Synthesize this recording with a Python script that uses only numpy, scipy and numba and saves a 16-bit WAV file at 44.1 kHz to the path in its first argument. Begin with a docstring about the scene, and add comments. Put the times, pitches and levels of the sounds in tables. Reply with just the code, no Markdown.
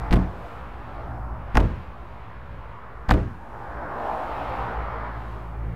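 """The steel door of a tractor cab, slammed by hand three times in an open yard beside a road: pushes excite
its decaying modes, latch contacts add damped knocks, and the panes, panels and yard add shaped noise.
Cars pass, one close, as sliding bands of tyre noise over rumble, drone and hiss; a slow vehicle adds a
harmonic engine tone, and a soft thump is heard near the end. An overloading microphone feeds two paths,
one under gain control, the other late and thin in the bass; their sum combs every sound."""
import sys
import numpy as np
from scipy import signal
from scipy.fft import rfft, irfft, next_fast_len
from scipy.io import wavfile
from scipy.ndimage import uniform_filter1d
from numba import njit

SR = 44100
rng = np.random.default_rng(int(sys.argv[2]) if len(sys.argv) > 2 else 0)


def amplitude_ratio(level_db):
    """Convert a level in decibels to the matching linear amplitude (field) ratio."""
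    exponent = np.asarray(level_db, float) / 20
    return 10 ** exponent


def inscribe(sig):
    """Save sig as 16-bit PCM at rate SR to the path in sys.argv[1].

    A 1-D sig is mono; a 2-D sig holds one channel per row.
    Samples are clipped to [-1, 1] before scaling.
    """
    pcm = np.round(np.clip(np.atleast_2d(sig).T, -1, 1) * 32767)
    wavfile.write(sys.argv[1], SR, pcm.astype(np.int16))


N = 253829
T = np.arange(N) / SR


def colour(x, points):
    """Spectral shaping: filter x by (frequency_hz, density_db) points, then scale it to rms 1."""
    hz, db = np.transpose(points)
    size = next_fast_len(len(x))
    f = np.maximum(np.arange(size // 2 + 1) * SR / size, 1)
    gain = amplitude_ratio(np.interp(np.log(f), np.log(hz), db))
    y = irfft(rfft(x, size) * gain, size)[:len(x)]
    return y / np.std(y)


def noise(points):
    """Stationary random sound: white noise of a given spectral shape, rms 1."""
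    return colour(rng.standard_normal(N), points)


def fade(start_s, t60_s, rise_s):
    """Reverberant envelope: silence, an exponential rise (time constant rise_s), an exponential decay."""
    age = np.maximum(T - start_s, 0)
    return (1 - np.exp(-age / rise_s)) * np.exp(-np.log(1000) * age / t60_s)


def half_sine(start_s, length_ms):
    """Contact pulse: one half cycle of a sine, peak 1."""
    part = np.clip((T - start_s) / (length_ms / 1000), 0, 1)
    return np.sin(np.pi * part)


def walk(rate_hz):
    """Slow fluctuation: held random steps smoothed twice, spread near 1."""
    hold = int(SR / rate_hz)
    steps = np.repeat(rng.standard_normal(N // hold + 1), hold)
    smooth = uniform_filter1d(uniform_filter1d(steps, hold), hold)
    return 1.44 * smooth[:N]


def curve(table, at=T):
    """Linear interpolation of a two-column table over time."""
    return np.interp(at, *np.transpose(table))


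def wavering_noise(points, level_db, waver_db):
    """Amplitude modulation: shaped noise at a moving level with a slow random waver."""
    return noise(points) * amplitude_ratio(level_db + waver_db * walk(5.33))


# Passing cars: start_s, roar_db, roar centre_hz, tread wash_db
ROAD = [(0.03, -36, 940, -50), (0.45, -41, 755, -55), (0.65, -44, 886, -59.5), (1.0, -40, 740, -56.5),
        (1.3, -41, 770, -70.5), (1.55, -43.5, 970, -54), (1.95, -45.5, 930, -55.5), (2.3, -46, 960, -59),
        (2.75, -47, 1025, -62.5), (3.4, -46, 815, -60.5), (3.76, -36.5, 825, -59.5),
        (4.07, -29.5, 784, -50.5), (4.3, -32.5, 810, -47), (4.58, -31.5, 735, -47.5), (4.78, -34, 945, -53),
        (5.05, -34, 1040, -55), (5.3, -40.5, 900, -56), (5.5, -44.5, 880, -60.5), (5.76, -44.5, 1000, -64)]
# Tyre roar spectrum: share of the centre frequency (ratio), density_db (relative, per Hz)
TYRES = [(.2, -16.5), (.45, -4), (.7, -3.5), (1.01, -0.5), (1.4, -4.5), (2.1, -13.5), (3, -30), (5, -44.5)]
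# Change on the roar's upper flank: start_s, level_db
FLANK = [(0, -3), (.7, 3.5), (1.4, 6.5), (2.5, 1), (3.5, 1), (4.0, -9.5), (4.5, 4), (5.0, 1), (5.76, -.3)]
# Change at the top of the roar's hump: start_s, level_db
CREST = [(0, -0.5), (.8, -1.5), (1.3, 1), (2.5, -0.5), (3.5, -0.5), (4.1, 6.5), (4.6, 0.5), (5.1, 2.5),
         (5.76, -4)]


def tyre_roar():
    """Filter-bank synthesis: wavering third-octave noise bands follow a spectral hump that slides in pitch."""
    flank_share, flank_octaves, crest_octaves = 2.97, 0.2, 0.52  # place over the centre, half widths
    coarse = np.arange(0, N + 256, 256) / SR  # band levels are worked out every 256 samples
    start_s, road_roar_db, road_centre_hz, _ = np.transpose(ROAD)
    roar_db = np.interp(coarse, start_s, road_roar_db)
    centre_hz = np.interp(coarse, start_s, road_centre_hz)
    share, density_db = np.transpose(TYRES)
    bands_hz = 100 * 2 ** np.arange(0, 5.7, 1 / 3)
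    rel = bands_hz[:, None] / centre_hz
    # the second term turns level per Hz into level per band
    db = np.interp(np.log(rel), np.log(share), density_db) + 10 * np.log10(rel)
    db += curve(FLANK, coarse) * np.exp(-(np.log2(rel / flank_share) / flank_octaves) ** 2)
    db += curve(CREST, coarse) * np.exp(-(np.log2(rel) / crest_octaves) ** 2)
    db += roar_db - 10 * np.log10(np.sum(amplitude_ratio(2 * db), axis=0))  # the bands' powers add up to roar_db
    size = next_fast_len(N)
    octaves = np.log2(np.maximum(np.arange(size // 2 + 1) * SR / size, 1))
    white = rfft(rng.standard_normal(size))
    roar = np.zeros(N)
    for hz, band_db in zip(bands_hz, db):
        triangle = np.clip(1 - 3 * abs(octaves - np.log2(hz)), 0, 1)
        band = irfft(white * triangle, size)[:N]
        roar += band / np.std(band) * amplitude_ratio(np.interp(T, coarse, band_db) + 1.76 * walk(5.715))
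    return roar


# Tread noise spectrum: frequency_hz, density_db (relative, per Hz)
WASH = [(900, -25), (1600, 0.5), (2500, -2), (4000, -14.5), (6000, -29), (9000, -35)]


def tread_wash():
    """Broadband source: tread noise whose level moves with the passing cars."""
    start_s, _, _, wash_db = np.transpose(ROAD)
    return wavering_noise(WASH, np.interp(T, start_s, wash_db), 2.3)


# Bounce of tyre sound off the ground: start_s, notch_hz, bounce (gain, 0 to 1)
GROUND = [(0, 3330, 0.13), (1.4, 2700, 0), (1.9, 2700, 0.24), (3.6, 2920, 0.01), (4.6, 3350, 0.11),
          (5.0, 2500, 0.32), (5.5, 1870, 0.22)]


def ground(x):
    """Two-path interference: a duller bounced copy, half a notch period late, cancels a sliding band."""
    start_s, notch_hz, bounce = np.transpose(GROUND)
    share = np.clip(np.interp(T, start_s, bounce), 0, 0.9)
    # rough ground returns little above 3500 Hz
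    dull = signal.filtfilt(*signal.butter(1, 3500, fs=SR), x)
    delay_s = 0.5 / np.interp(T, start_s, notch_hz)
    late = np.interp(T - delay_s, T, dull)
    return (x + share * late) / (1 + share)


# Rumble spectrum: frequency_hz, density_db (relative, per Hz)
RUMBLE = [(15, -27), (30, -4), (55, 4), (75, -2), (120, -4), (170, -11), (300, -70)]
# Rumble level: start_s, level_db
RUMBLE_LEVEL = [(0, -28), (.5, -36), (1.2, -32.5), (1.9, -36.5), (2.85, -40.5), (3.7, -40.5), (4.2, -34),
                (4.9, -35.5), (5.4, -40), (5.76, -30)]


def rumble():
    """Low-frequency random sound: road rumble at a moving level."""
    return wavering_noise(RUMBLE, curve(RUMBLE_LEVEL), 2)


# Exhaust drone spectrum: frequency_hz, density_db (relative, per Hz)
DRONE = [(90, -25), (150, 10.5), (250, 11.5), (380, 3), (600, -42.5)]


def drone():
    """Level covariation: exhaust noise rises with the tyre roar, a little less; a slow vehicle adds more."""
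    start_s, road_roar_db, _, _ = np.transpose(ROAD)
    roar_mid_db, under_roar_db, follows = -40.5, -7, 0.66
    extra_start_s, extra_db, extra_rise_s = 5.13, 4.8, 0.33
    roar_db = np.interp(T, start_s, road_roar_db)
    level_db = roar_mid_db + under_roar_db + follows * (roar_db - roar_mid_db)
    level_db += extra_db * np.clip((T - extra_start_s) / extra_rise_s, 0, 1)
    return wavering_noise(DRONE, level_db, 1)


# Hiss spectrum: frequency_hz, density_db (relative, per Hz)
HISS = [(1500, -20), (4000, 0), (8000, -5), (12000, -7), (16000, -9)]
# Hiss level: start_s, level_db
HISS_LEVEL = [(0, -67.5), (.8, -76.5), (1.3, -80), (2.2, -84), (3.0, -73.5), (3.45, -75), (3.9, -69),
              (4.2, -66), (4.4, -73), (4.68, -86), (5.2, -70), (5.76, -76)]


def hiss():
    """High-frequency random sound: top hiss at a moving level."""
    return wavering_noise(HISS, curve(HISS_LEVEL), 2.3)


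def road():
    """Superposition: tyre sounds interfere with their ground bounce; rumble, drone and hiss add directly."""
    return rumble() + drone() + ground(tyre_roar() + tread_wash()) + hiss()


# Door meets its seal, then rebounds on the latch: start_s, blow level_db, push_ms, edge_db (over the blow)
SLAMS = [(0.1063, -3.5, 5.8, -5), (0.142, -18.5, 13, -12), (1.5456, -1, 4.16, -6), (1.581, -23, 15, 2),
         (3.0845, -3, 7.7, -12), (3.12, -14.5, 14, 1.5)]
# Modes of door skin and cab air: pitch_hz, level_db, t60_s, first swing (-1 in, 1 out)
DOOR = [(45.35, 2.5, 0.34, -1), (60.5, -8, 0.3, 1), (83.15, -3, 0.6, -1), (105.06, -6.5, 0.46, 1),
        (122, -11, 0.38, -1), (186.2, 1, 0.3, -1), (257, -23, 0.052, 1), (299, -3.5, 0.19, -1),
        (410.3, -34, 0.99, 1), (499.6, 0.5, 0.094, -1), (636, -28, 0.8, 1), (663, -7, 0.34, -1)]


def push(start_s, level_db, length_ms):
    """Impulse of a force: a half sine whose area, whatever its length, is set by the level."""
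    unit_area = np.pi / (2 * length_ms / 1000 * SR)
    return amplitude_ratio(level_db) * half_sine(start_s, length_ms) * unit_area


def ring(force, pitch_hz, t60_s):
    """Modal resonance: one exponentially decaying mode driven by a force."""
    pole = np.exp(2j * np.pi * pitch_hz / SR - np.log(1000) / (t60_s * SR))
    return signal.lfilter([1], [1, -pole], force).imag


def door():
    """Modal excitation: a push sets off the low modes; its short hard edge reaches the higher ones."""
    force = np.zeros(N)
    for start_s, level_db, push_ms, edge_db in SLAMS:
        force += push(start_s, level_db, push_ms)
        force += push(start_s + 0.00369, level_db + edge_db, 1.35)
    return sum(np.sign(way) * amplitude_ratio(level_db) * ring(force, pitch_hz, t60_s)
               for pitch_hz, level_db, t60_s, way in DOOR)


# Crowded upper panel modes: frequency_hz, density_db (relative, per Hz)
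CLANK = [(150, -39), (300, 9), (600, -2), (1000, -8.5), (2000, -22), (5000, -61)]
# Dense ringing of cab panels and yard: frequency_hz, density_db (relative, per Hz)
YARD = [(30, -16), (55, 4), (110, 12.5), (250, 5), (600, -16.5), (1500, -22), (4000, -41.5), (15000, -66)]


def clank_and_yard():
    """Diffuse-field decay: every blow swells and dies as noise, a short clank and a longer tail."""
    out = np.zeros(N)
    for shape, tail_db, t60_s in ((CLANK, -9, 0.24), (YARD, -9, 0.52)):
        swell = sum(amplitude_ratio(level_db + tail_db) * fade(start_s, t60_s, 0.022) for start_s, level_db, *_ in SLAMS)
        out += swell * noise(shape)
    return out


# Latch and striker contacts, the same run at every slam: delay_ms after the first contact (before pace),
# level_db (relative to the run), knock pitch_hz (before pitch share), crack_db (relative to the knock)
LATCH = [(0, 6, 2500, -13.5), (3.48, 11, 893, -15), (4.523, 2.5, 1080, -14.5), (5.85, 0, 830, -3),
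         (8.11, -0.5, 1440, -25), (11.14, -3, 780, -13), (20.86, -9, 580, -23)]
# Each run of the latch: start_s, level_db, pitch share (ratio), pace share (ratio), first tick_db (added)
CATCHES = [(.1098, -7, 0.838, 1.05, 1.5), (1.55, 1, 1.005, 1.05, 0), (3.0893, -.5, 0.902, .99, -1.5)]
# Spectrum of latch cracks and of rattle ticks: frequency_hz, density_db (relative, per Hz)
TICK_COLOUR = [(200, 7), (600, 10), (1500, 5), (3000, -0.5), (6000, -17.5), (15000, -24.5)]


def latch():
    """Damped impact: each contact is a heavily damped knock, shorter when higher, with a crack of noise."""
    decay_cycles, rise_cycles = 6.8, 0.41  # periods to fall 60 dB, and rise time constant in periods
    crack_t60_s, crack_rise_s = 0.004, 0.0002
    crack = noise(TICK_COLOUR)
    out = np.zeros(N)
    for run_s, run_db, pitch, pace, tick_db in CATCHES:
        for k, (delay_ms, contact_db, contact_hz, crack_db) in enumerate(LATCH):
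            start_s = run_s + pace * delay_ms / 1000
            level_db = run_db + contact_db + (tick_db if k == 0 else 0)
            hz = pitch * contact_hz
            knock = fade(start_s, decay_cycles / hz, rise_cycles / hz) * np.sin(2 * np.pi * hz * (T - start_s))
            snap = amplitude_ratio(crack_db) * fade(start_s, crack_t60_s, crack_rise_s) * crack
            out += amplitude_ratio(level_db) * (knock + snap)
    return out


# Loose panes and linkage buzz: start_s, level_db, t60_s
RATTLES = [(0.1105, -15, 0.059), (0.128, -33, 0.075), (0.137, -29, 0.07), (1.546, -25, 0.13),
           (1.564, -45, 0.053), (1.582, -24.5, 0.035), (2.285, -48, .01), (3.086, -26, 0.053),
           (3.101, -26.5, 0.079), (3.12, -21.5, 0.021)]


def rattle():
    """Random repeated impacts: dense noise of uneven strength swells and dies away as loose panes do."""
    uneven = rng.standard_normal(N) * amplitude_ratio(1.9 * walk(900))
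    swells = sum(amplitude_ratio(level_db) * fade(start_s, t60_s, 0.00043) for start_s, level_db, t60_s in RATTLES)
    return colour(uneven, TICK_COLOUR) * swells


# Engine of a slow vehicle: start_s, level_db
ENGINE = [(3.9, -56), (4.35, -54), (4.47, -42.5), (5.48, -39), (5.686, -31), (5.756, -43)]
# Harmonics of the firing rate, from the first up: level_db (relative)
ENGINE_ORDERS_DB = [5, -2, -13]


def engine():
    """Harmonic series: firing tone and its first orders, wavering in pitch and level."""
    firing_hz = 55.7 * (1 + 0.0061 * walk(4))
    phase = 2 * np.pi * np.cumsum(firing_hz) / SR
    fade_in = np.clip((T - ENGINE[0][0]) / 0.47, 0, 1)
    gain = amplitude_ratio(curve(ENGINE) + 1.9 * walk(17)) * fade_in
    orders = sum(amplitude_ratio(db) * np.sin(k * phase) for k, db in enumerate(ENGINE_ORDERS_DB, 1))
    return np.sqrt(2) * gain * orders


# Soft thump spectrum: frequency_hz, density_db (relative, per Hz)
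THUMP_COLOUR = [(40, -1), (110, 11), (250, 0), (450, -2), (900, -62)]
# Soft thump: start_s, level_db, length_ms
THUMP = (5.63, -30, 53)


def thump():
    """Soft impact: a half-sine burst of low noise, a dull bump like a footfall."""
    start_s, level_db, length_ms = THUMP
    return amplitude_ratio(level_db) * half_sine(start_s, length_ms) * noise(THUMP_COLOUR)


def scene():
    """Linear superposition of the road, the slammed door, the engine and the thump."""
    return (road() + door() + clank_and_yard() + latch() + rattle() + engine() + thump())[None]


@njit
def follow(x, attack, release):
    """Envelope detection: a smoothed magnitude that rises fast and falls slowly."""
    envelope, level = np.empty(len(x)), 0.
    for i in range(len(x)):
        size = abs(x[i])
        level += (size - level) * (attack if size > level else release)
        envelope[i] = level
    return envelope


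def top_cut(x):
    """Nothing passes above the cut-off."""
    return signal.sosfilt(signal.butter(12, 15750, fs=SR, output="sos"), x)


def record(dry):
    """Saturation and comb filtering: an overloaded capsule feeds a gain-controlled path and a late thin one."""
    ceiling = 0.65
    capsule = ceiling * dry[0] / (ceiling ** 6 + dry[0] ** 6) ** (1 / 6)
    envelope = follow(capsule, 1 / (0.00033 * SR), 1 / (0.15 * SR))  # attack and release in s
    near = capsule * (1 + envelope / 0.0069) ** -0.25
    bass = signal.lfilter(*signal.butter(1, 550, fs=SR), capsule)
    lag = 768  # samples between the two paths
    late = np.pad(capsule - 0.7 * bass, (lag, 0), mode="reflect")[:N]
    mix = near + amplitude_ratio(-0.5) * late
    low_pass = signal.ellip(10, 0.2, 60, 15750, fs=SR, output="sos")
    mix = signal.sosfilt(low_pass, mix) + 0.0076  # a constant offset
    return top_cut(mix)


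dry = scene()
out = record(dry)
inscribe(out)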